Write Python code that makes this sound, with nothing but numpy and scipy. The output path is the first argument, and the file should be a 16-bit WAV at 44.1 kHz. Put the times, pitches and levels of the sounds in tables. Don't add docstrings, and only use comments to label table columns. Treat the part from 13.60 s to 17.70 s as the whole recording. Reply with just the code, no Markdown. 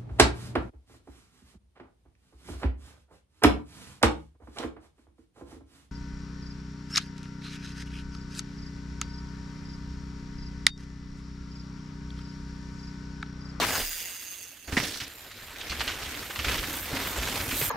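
import sys
import numpy as np
from scipy import signal
from scipy.fft import rfft, irfft
from scipy.io import wavfile
from scipy.ndimage import uniform_filter1d, map_coordinates

SR = 44100
rng = np.random.default_rng(int(sys.argv[2]) if len(sys.argv) > 2 else 0)


def log_audio(samples):
    frames = np.atleast_2d(samples).T
    limited = np.clip(frames, -1, 1)
    pcm = np.round(limited * 32767).astype(np.int16)
    wavfile.write(sys.argv[1], SR, pcm)


def gain_from_db(level_db):
    decades = np.asarray(level_db, float) / 20
    return 10 ** decades


N = 180631
NOW = np.arange(N) / SR

# time in seconds, scrub level in dB.
BESIDE = [(0.0, -26.5), (0.07, -33), (0.184, -35), (0.251, -38.5)]
DOWNHILL = [(0.25, -37.5), (0.396, -36.5), (0.552, -42), (0.874, -46.5), (1.055, -50)]
TOUCHDOWN = [(1.079, -57), (1.14, -44), (1.252, -37), (1.288, -39.5), (1.45, -45.5)]
APPROACH = [(1.45, -45), (1.586, -48.5), (1.77, -47), (1.95, -45), (2.08, -39.5), (2.33, -37.5),
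            (2.55, -38.5), (2.74, -44), (2.81, -39), (2.914, -30.5), (2.984, -35), (3.1, -37), (3.3, -40)]
ARRIVAL = [(3.3, -37.5), (3.37, -34.5), (3.53, -37), (3.68, -32.5), (3.83, -35.5), (3.87, -37.5),
           (3.95, -36), (4.0, -35.5), (4.096, -36.5)]
# start in seconds, peak in dB, ring in Hz, 60 dB decay in seconds.
THUDS = [(1.079, -33, 72.7, 0.1), (1.126, -19.5, 78.6, 0.072), (1.198, -24.5, 128, 0.066),
         (1.23, -30.5, 185, 0.082), (1.416, -36, 114, 0.079), (2.101, -27, 61, 0.13),
         (2.191, -31, 59.2, 0.14), (2.275, -35.5, 53.8, 0.15), (2.461, -35.5, 68, 0.42),
         (2.786, -29, 70.4, 0.26), (2.866, -22, 59, 0.16), (2.989, -27, 45.8, 0.14),
         (3.329, -19.5, 112, 0.027), (3.582, -24.5, 59, 0.19), (3.451, -36, 70, .08), (3.8, -26, 84, 0.074),
         (3.88, -29, 90, 0.071), (3.931, -30, 46, 0.1), (4.018, -27.5, 138, 0.1)]


def evened(x):
    return x / np.sqrt(np.mean(x ** 2) + 1e-20)


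def read(points, hz):
    f, value = np.transpose(points)
    return np.interp(np.log(hz + 1), np.log(f + 1), value)


def add(mix, s, sound):
    part = mix[:, round(s * SR):][:, :sound.shape[1]]
    part += sound[:, :part.shape[1]]


def ring(x, hz, width):
    return signal.lfilter(*signal.iirpeak(hz, hz / width, SR), x)


def pair(mid, other):
    # frequency in Hz, left-right likeness from 0 to 1.
    likeness = [(200, .99), (600, .94), (1400, .88), (2800, .72), (5500, .5), (10000, .45), (14000, .58)]
    # frequency in Hz, left minus right in dB.
    tilt = [(500, 0.4), (1400, -2.4), (5000, -2), (14000, -3.5)]
    hz, t, (a, b) = signal.stft(np.array([mid, other]), SR, nperseg=256, noverlap=192)
    same = read(likeness, hz)[:, None]
    common = np.sqrt((1 + same) / 2) * a
    apart = np.sqrt((1 - same) / 2) * b
    lean = gain_from_db(read(tilt, hz)[:, None] / 2)
    return hz, t, np.array([(common + apart) * lean, (common - apart) / lean])


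def back(z):
    return signal.istft(z, SR, nperseg=256, noverlap=192)[1][:, :N]


def follow(rule, now):
    out = np.zeros(len(now))
    for rows, (db, share, db_per_s) in zip((BESIDE, DOWNHILL, TOUCHDOWN, APPROACH, ARRIVAL), rule):
        s, scrub_db = np.transpose(rows)
        change_db = np.interp(now, s, scrub_db) + 40
        level = db + share * change_db + db_per_s * (now - s[0])
        out = np.where(now >= s[0], level, out)
    return out


def trees(x):
    t = np.arange(9000) / SR
    tail = rng.standard_normal((2, len(t))) * gain_from_db(-60 * t / 0.4) * np.minimum(t / 0.004, 1)
    tail[1] = 0.8 * tail[0] + 0.6 * tail[1]
    tail = ring(tail, 4400, 5100)
    return signal.fftconvolve(x, tail / np.linalg.norm(tail[0]), axes=1)[:, :N]


def ground():
    # frequency in Hz, rumble density in dB per Hz.
    rumble = [(15, -25), (30, -4.5), (65, 0), (110, -3.5), (150, -11), (250, -26.5), (500, -45)]
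    # dB at a middle scrub, share of the scrub's change,
    # drift in dB per second as the distance changes.
    soil_rule = [(-46, 0.37, -4), (-61.5, .6, -1), (-51, .1, -26), (-54.5, 0.76, 4), (-47, 0.35, 5)]
    air_rule = [(-51, 1.2, -7), (-66, 0.36, 1.5), (-52.5, .3, -10), (-59.5, 1.15, 2.5), (-52, 0.66, -1)]
    shake_s = 0.064
    shake = sum(gain_from_db(db) * (NOW > s) * np.exp(-abs(NOW - s) / shake_s) for s, db, *_ in THUDS)
    spectrum = rfft(rng.standard_normal(N)) * gain_from_db(read(rumble, np.fft.rfftfreq(N, 1 / SR)))
    soil = evened(irfft(spectrum, N))
    air = evened(ring(ring(rng.standard_normal(N), 266, 129), 266, 129))
    soil *= gain_from_db(follow(soil_rule, NOW)) + gain_from_db(-28) * shake
    air *= gain_from_db(follow(air_rule, NOW)) + gain_from_db(-24.5) * shake
    return soil + air


def freehub(rows, pawls, shell, jitter, uneven_db, turn_db, blur, clean):
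    s, level_db = np.transpose(rows)
    wobble = evened(uniform_filter1d(rng.standard_normal(N), 200))
    clicks_per_s = np.interp(NOW, *np.transpose(pawls)) * np.maximum(1 + jitter * wobble, 0.1)
    teeth = np.cumsum(clicks_per_s) / SR
    size = gain_from_db(uneven_db * rng.standard_normal(int(teeth[-1]) + 1)[teeth.astype(int)])
    click = evened(np.diff(np.floor(teeth), prepend=0))
    fall = evened(np.exp(-(teeth % 1) / blur))
    swells = [evened(uniform_filter1d(uniform_filter1d(rng.standard_normal(N), 1500), 1500)) for _ in shell]
    sides = []
    for edge in clean * click, 0:
        drive = size * (edge + fall * rng.standard_normal(N))
        modes = 0
        for (hz, width, db, trend), swell in zip(shell, swells):
            gain = gain_from_db(db + turn_db * swell + trend * (NOW - s[0]))
            modes = modes + gain * ring(ring(drive, hz, width), hz, width) / np.sqrt(width)
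        sides.append(evened(modes))
    return back(pair(*sides)[2]) * gain_from_db(np.interp(NOW, s, level_db, -120, -120))


def recede(x, loss):
    at = np.arange(N) * (1 - loss * np.minimum(NOW, 2) / 2)
    return np.array([map_coordinates(side, [at], order=3) for side in x])


def hub_leaving():
    # time in seconds, level in dB.
    levels = [(0.12, -41.5), (0.366, -45), (0.714, -52), (0.818, -52.5), (0.938, -64.5), (1.075, -58)]
    # time in seconds, clicks per second.
    pawls = [(0.116, 164), (0.301, 158), (0.45, 178), (0.6, 191), (0.721, 194), (0.9, 180), (1.076, 170)]
    # mode in Hz, width in Hz, level in dB, drift in dB per second as distance and angle change.
    shell = [(2100, 330, -7, 2.5), (2830, 340, -1.5, 3.5), (3500, 200, -7.5, 6.5), (4900, 280, -6, 6.5),
             (5020, 460, 6, -31), (6660, 340, 3, 3), (6940, 330, -2.5, 7), (8830, 850, 0.5, -6),
             (11500, 500, -5.5, 1), (13700, 1300, 2, -9), (15000, 1200, 6, -4)]
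    buzz = freehub(levels, pawls, shell, jitter=0.015, uneven_db=0.9, turn_db=2.7, blur=0.33, clean=1.3)
    return gain_from_db(17) * recede(buzz, 0.045)


def hubs_approaching():
    # time in seconds, level in dB.
    base = [(1.45, -57), (2.6, -53), (4.1, -48)]
    # peak time in seconds, peak in dB, half length in seconds.
    facing = [(1.58, -50.5, 0.088), (1.834, -51.5, 0.043), (2.06, -65, 0.054), (2.24, -48, 0.043),
              (2.45, -62, 0.15), (2.73, -47.5, 0.13), (2.955, -44, .06), (3.17, -39.5, 0.089),
              (3.476, -40.5, 0.042), (3.813, -44.5, 0.045), (4.026, -32, 0.063)]
    # time in seconds, clicks per second.
    pawls = [(1.451, 245), (1.901, 230), (2.402, 230), (2.802, 280), (3.204, 190), (4.096, 190)]
    # mode in Hz, width in Hz, level in dB, drift in dB per second as distance and angle change.
    shell = [(7290, 390, -6, -5), (8840, 4200, -4.5, 1.5), (13110, 1000, -5, 1.4), (13500, 900, -5, 1.9),
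             (15300, 2300, -9.5, 3.5)]
    now = np.arange(base[0][0], N / SR, 0.005)
    power = gain_from_db(np.interp(now, *np.transpose(base))) ** 2
    power += sum(gain_from_db(db) ** 2 * np.exp(-((now - s) / half) ** 2) for s, db, half in facing)
    levels = np.transpose([now, 10 * np.log10(power)])
    return freehub(levels, pawls, shell, jitter=0.56, uneven_db=1.2, turn_db=0.4, blur=0.6, clean=0.3)


def thud(s, peak_db, hz, t60):
    t = np.arange(18000) / SR
    push = np.sin(2 * np.pi * hz * t) * gain_from_db(-60 * t / t60) * np.minimum(t * hz / 0.38, 1)
    return s, gain_from_db(peak_db - 4) * np.array([push, push]) / abs(push).max()


def tick(s, peak_db):
    t = np.arange(300) / SR
    crack = ring(rng.standard_normal((2, len(t))) * gain_from_db(-60 * t / 0.0086), 11600, 3990)
    return s, gain_from_db(peak_db) * crack / abs(crack).max()


def close_hits():
    # start in seconds, peak in dB.
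    ticks = [(0.715, -25), (0.829, -26), (0.884, -31), (1.0949, -41), (1.48, -29)]
    # start in seconds, peak in dB, ring in Hz, 60 dB decay in seconds.
    knocks = [
        (1.129, -25.5, 277, 0.04),
        (1.172, -12, 231, 0.03),
        (2.115, -32, 210, 0.022),
        (3.084, -28.5, 298, 0.041),
        (3.334, -26, 284, 0.074),
        (3.581, -25.5, 560, 0.025),
        (3.585, -38, 292, 0.059),
        (3.927, -24, 272, 0.044),
        (4.014, -24.5, 425, 0.034),
    ]
    rim = [
        (1.1688, -10, 1900, .022),
        (1.1775, -9, 2050, .018),
    ]
    gust = [
        (.21, -32, 30, .45),
    ]
    mix = np.zeros((2, N))
    for row in ticks:
        add(mix, *tick(*row))
    for row in THUDS + knocks + rim + gust:
        add(mix, *thud(*row))
    return mix


def slap(s, peak_db, hz, length, lean_db):
    # factor on the slap's centre, width in Hz, level in dB.
    frame = [(0.96, 330, 6), (0.73, 1700, 6), (1.32, 180, -7), (0.55, 2000, 9), (2.5, 3900, -11),
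             (0.15, 620, 3.5)]
    t = np.arange(6000) / SR
    strikes = rng.standard_normal((2, len(t))) * (0.39 + 2.5 * (rng.random(len(t)) < 700 / SR))
    strikes[1] = 0.87 * strikes[0] + 0.49 * strikes[1]
    strikes *= np.exp(-(t / length) ** 2.4) * np.minimum(t / 0.00041, 1)
    body = sum(gain_from_db(db) * ring(strikes, k * hz, w) * np.sqrt(300 / w) for k, w, db in frame)
    body = signal.lfilter(*signal.butter(2, [0.39 * hz, 6600], "band", fs=SR), body)
    rms = np.sqrt(np.sum(body ** 2) / (2 * length * SR))
    sides = gain_from_db([[lean_db / 2], [-lean_db / 2]])
    return s, gain_from_db(peak_db - 13.5) * sides * body / rms


def clatter():
    # start in seconds, peak in dB, centre in Hz.
    away = [
        (0.017, -14.5, 2200),
        (0.035, -15, 1440),
        (0.09, -22, 2020),
        (0.1573, -20.5, 1480),
        (0.202, -23.5, 2980),
    ]
    landing = [(1.0774, -29.5, 1937), (1.1234, -23, 1780), (1.1677, -12.5, 1780), (1.183, -21, 2050),
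               (1.1994, -20.5, 1970), (1.235, -22, 3700), (1.3379, -26.5, 4170), (1.4012, -23, 3120),
               (1.4144, -28.5, 2020)]
    far = [(1.709, -34, 2260), (1.955, -32, 2500), (2.006, -23.5, 3280), (2.0961, -20.5, 4430),
           (2.118, -20.5, 1650), (2.195, -21, 4300), (2.206, -15, 1670), (2.2752, -16, 2950),
           (2.29, -20, 1550), (2.308, -23.5, 3160), (2.422, -25, 2500), (2.5426, -27, 3160),
           (2.6545, -30, 2140)]
    roots = [(2.7013, -23, 1730), (2.756, -21, 2100), (2.7906, -17.5, 2230), (2.821, -29, 3370),
             (2.8455, -15.5, 2440), (2.882, -16, 1750), (2.9133, -19.5, 1570), (2.943, -18, 2000),
             (2.9791, -19, 3270), (3.035, -20, 2300), (3.137, -25.5, 1455)]
    near = [(3.2799, -26, 2080), (3.3284, -24.5, 1490), (3.3595, -23.5, 2300), (3.406, -25.5, 1460),
            (3.448, -24, 1490), (3.557, -25, 1520), (3.5863, -23.5, 3320), (3.6705, -22, 1550),
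            (3.7664, -24, 1700), (3.8015, -20.5, 2350), (3.908, -20.5, 2250), (3.931, -26, 1960),
            (4.0123, -19.5, 2600), (4.03, -23, 1410)]
    # slaps, length in seconds, left minus right in dB
    stretches = ((away, 0.017, 5.3), (landing, 0.023, -4), (far, 0.018, -2.5),
                 (roots, 0.018, -3), (near, 0.022, -1.9))
    mix = np.zeros((2, N))
    for rows, length, lean_db in stretches:
        for row in rows:
            add(mix, *slap(*row, length, lean_db))
    return mix


def grit(per_s, spread_db, hiss):
    clumps = gain_from_db(1.53 * evened(uniform_filter1d(rng.standard_normal(N), 300)))
    size = gain_from_db(spread_db * np.minimum(rng.exponential(1, N), 5)) * rng.choice([-1., 1.], N)
    cracks = size * (rng.random(N) < per_s / SR)
    return evened(clumps * (evened(cracks) + hiss * rng.standard_normal(N)))


def tyres():
    # frequency in Hz, density in dB per Hz.
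    gravel = [(250, -4), (420, -1), (800, 3), (2300, -5), (3800, -6.5), (10000, -17), (15600, -18.5)]
    dirt = [(250, -2), (400, 8.5), (700, 0.5), (2500, -2.5), (3500, -1.5), (5600, 1), (7200, -6),
            (10000, -9.5), (15600, -12.5)]
    trail = [(180, -4), (300, -1), (378, 2), (476, 1), (708, -2), (2290, -1.5), (3760, -4), (10300, -13.5),
             (11900, -13.5), (13400, -11.5), (15600, -20.5)]
    # dB at a middle scrub, share of the scrub's change, drift in dB per second with distance.
    mud = [(-54, 1.43, -7), (-54.5, .6, -2), (-42, 0.79, -43), (-52.5, 0.82, 2.5), (-45, 0.9, -6.5)]
    spray = [(-38, 0.056, 9), (-37, 0.83, -5), (-44, 0.96, -12), (-52.5, 0.76, 3.5), (-47.5, 0.59, 10.5)]
    s, level_db = np.transpose(BESIDE + DOWNHILL + TOUCHDOWN + APPROACH + ARRIVAL)
    hz, t, z = pair(grit(3000, 3.5, 2.0), grit(3200, 6.1, 0.61))
    low = np.clip(np.log2(1500 / (hz + 1)) / 0.25, 0, 1)[:, None]
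    top = np.clip(np.log2((hz + 1) / 4200) / 1.2, 0, 1)[:, None]
    patches = uniform_filter1d(rng.standard_normal(z.shape[1:]), 4, 0)
    patches = evened(uniform_filter1d(patches, 25, 1))
    on_dirt = (t > 1.075) & (t < 1.45)
    colour_db = np.where(on_dirt, read(dirt, hz)[:, None], read(trail, hz)[:, None])
    colour_db = np.where(t < 0.25, read(gravel, hz)[:, None] + 4.6, colour_db)
    scrub_db = np.interp(t, s, level_db)
    colour_db += low * (follow(mud, t) - scrub_db + 7.5)
    colour_db += top * (follow(spray, t) - scrub_db + 7)
    colour_db -= np.interp(t, [0.2, 0.3, 1.06, 1.08], [0, 5.5, 5.5, 0])
    return gain_from_db(np.interp(NOW, s, level_db) + 9) * back(z * gain_from_db(colour_db + 1.73 * patches))


def scene():
    # time in seconds, left minus right in dB.
    sweep = [(0, 3), (0.249, .3), (.6, -1.2), (1.07, -2.8), (1.46, 0.6), (4.1, 0.3)]
    lean_db = np.interp(NOW, *np.transpose(sweep))
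    bikes = tyres() + hub_leaving() + hubs_approaching()
    hits = clatter()
    return gain_from_db(lean_db / [[2], [-2]]) * bikes + ground() + hits + gain_from_db(-13) * trees(hits) + close_hits()


def roll_off(x):
    return signal.sosfilt(signal.butter(12, 15700, fs=SR, output="sos"), x)


def record(dry):
    low_pass = signal.firwin(511, 15800, window=("kaiser", 9), fs=SR)
    limited = signal.oaconvolve(dry, low_pass[None], "same")
    return roll_off(limited)


dry = scene()
out = record(dry)
log_audio(out)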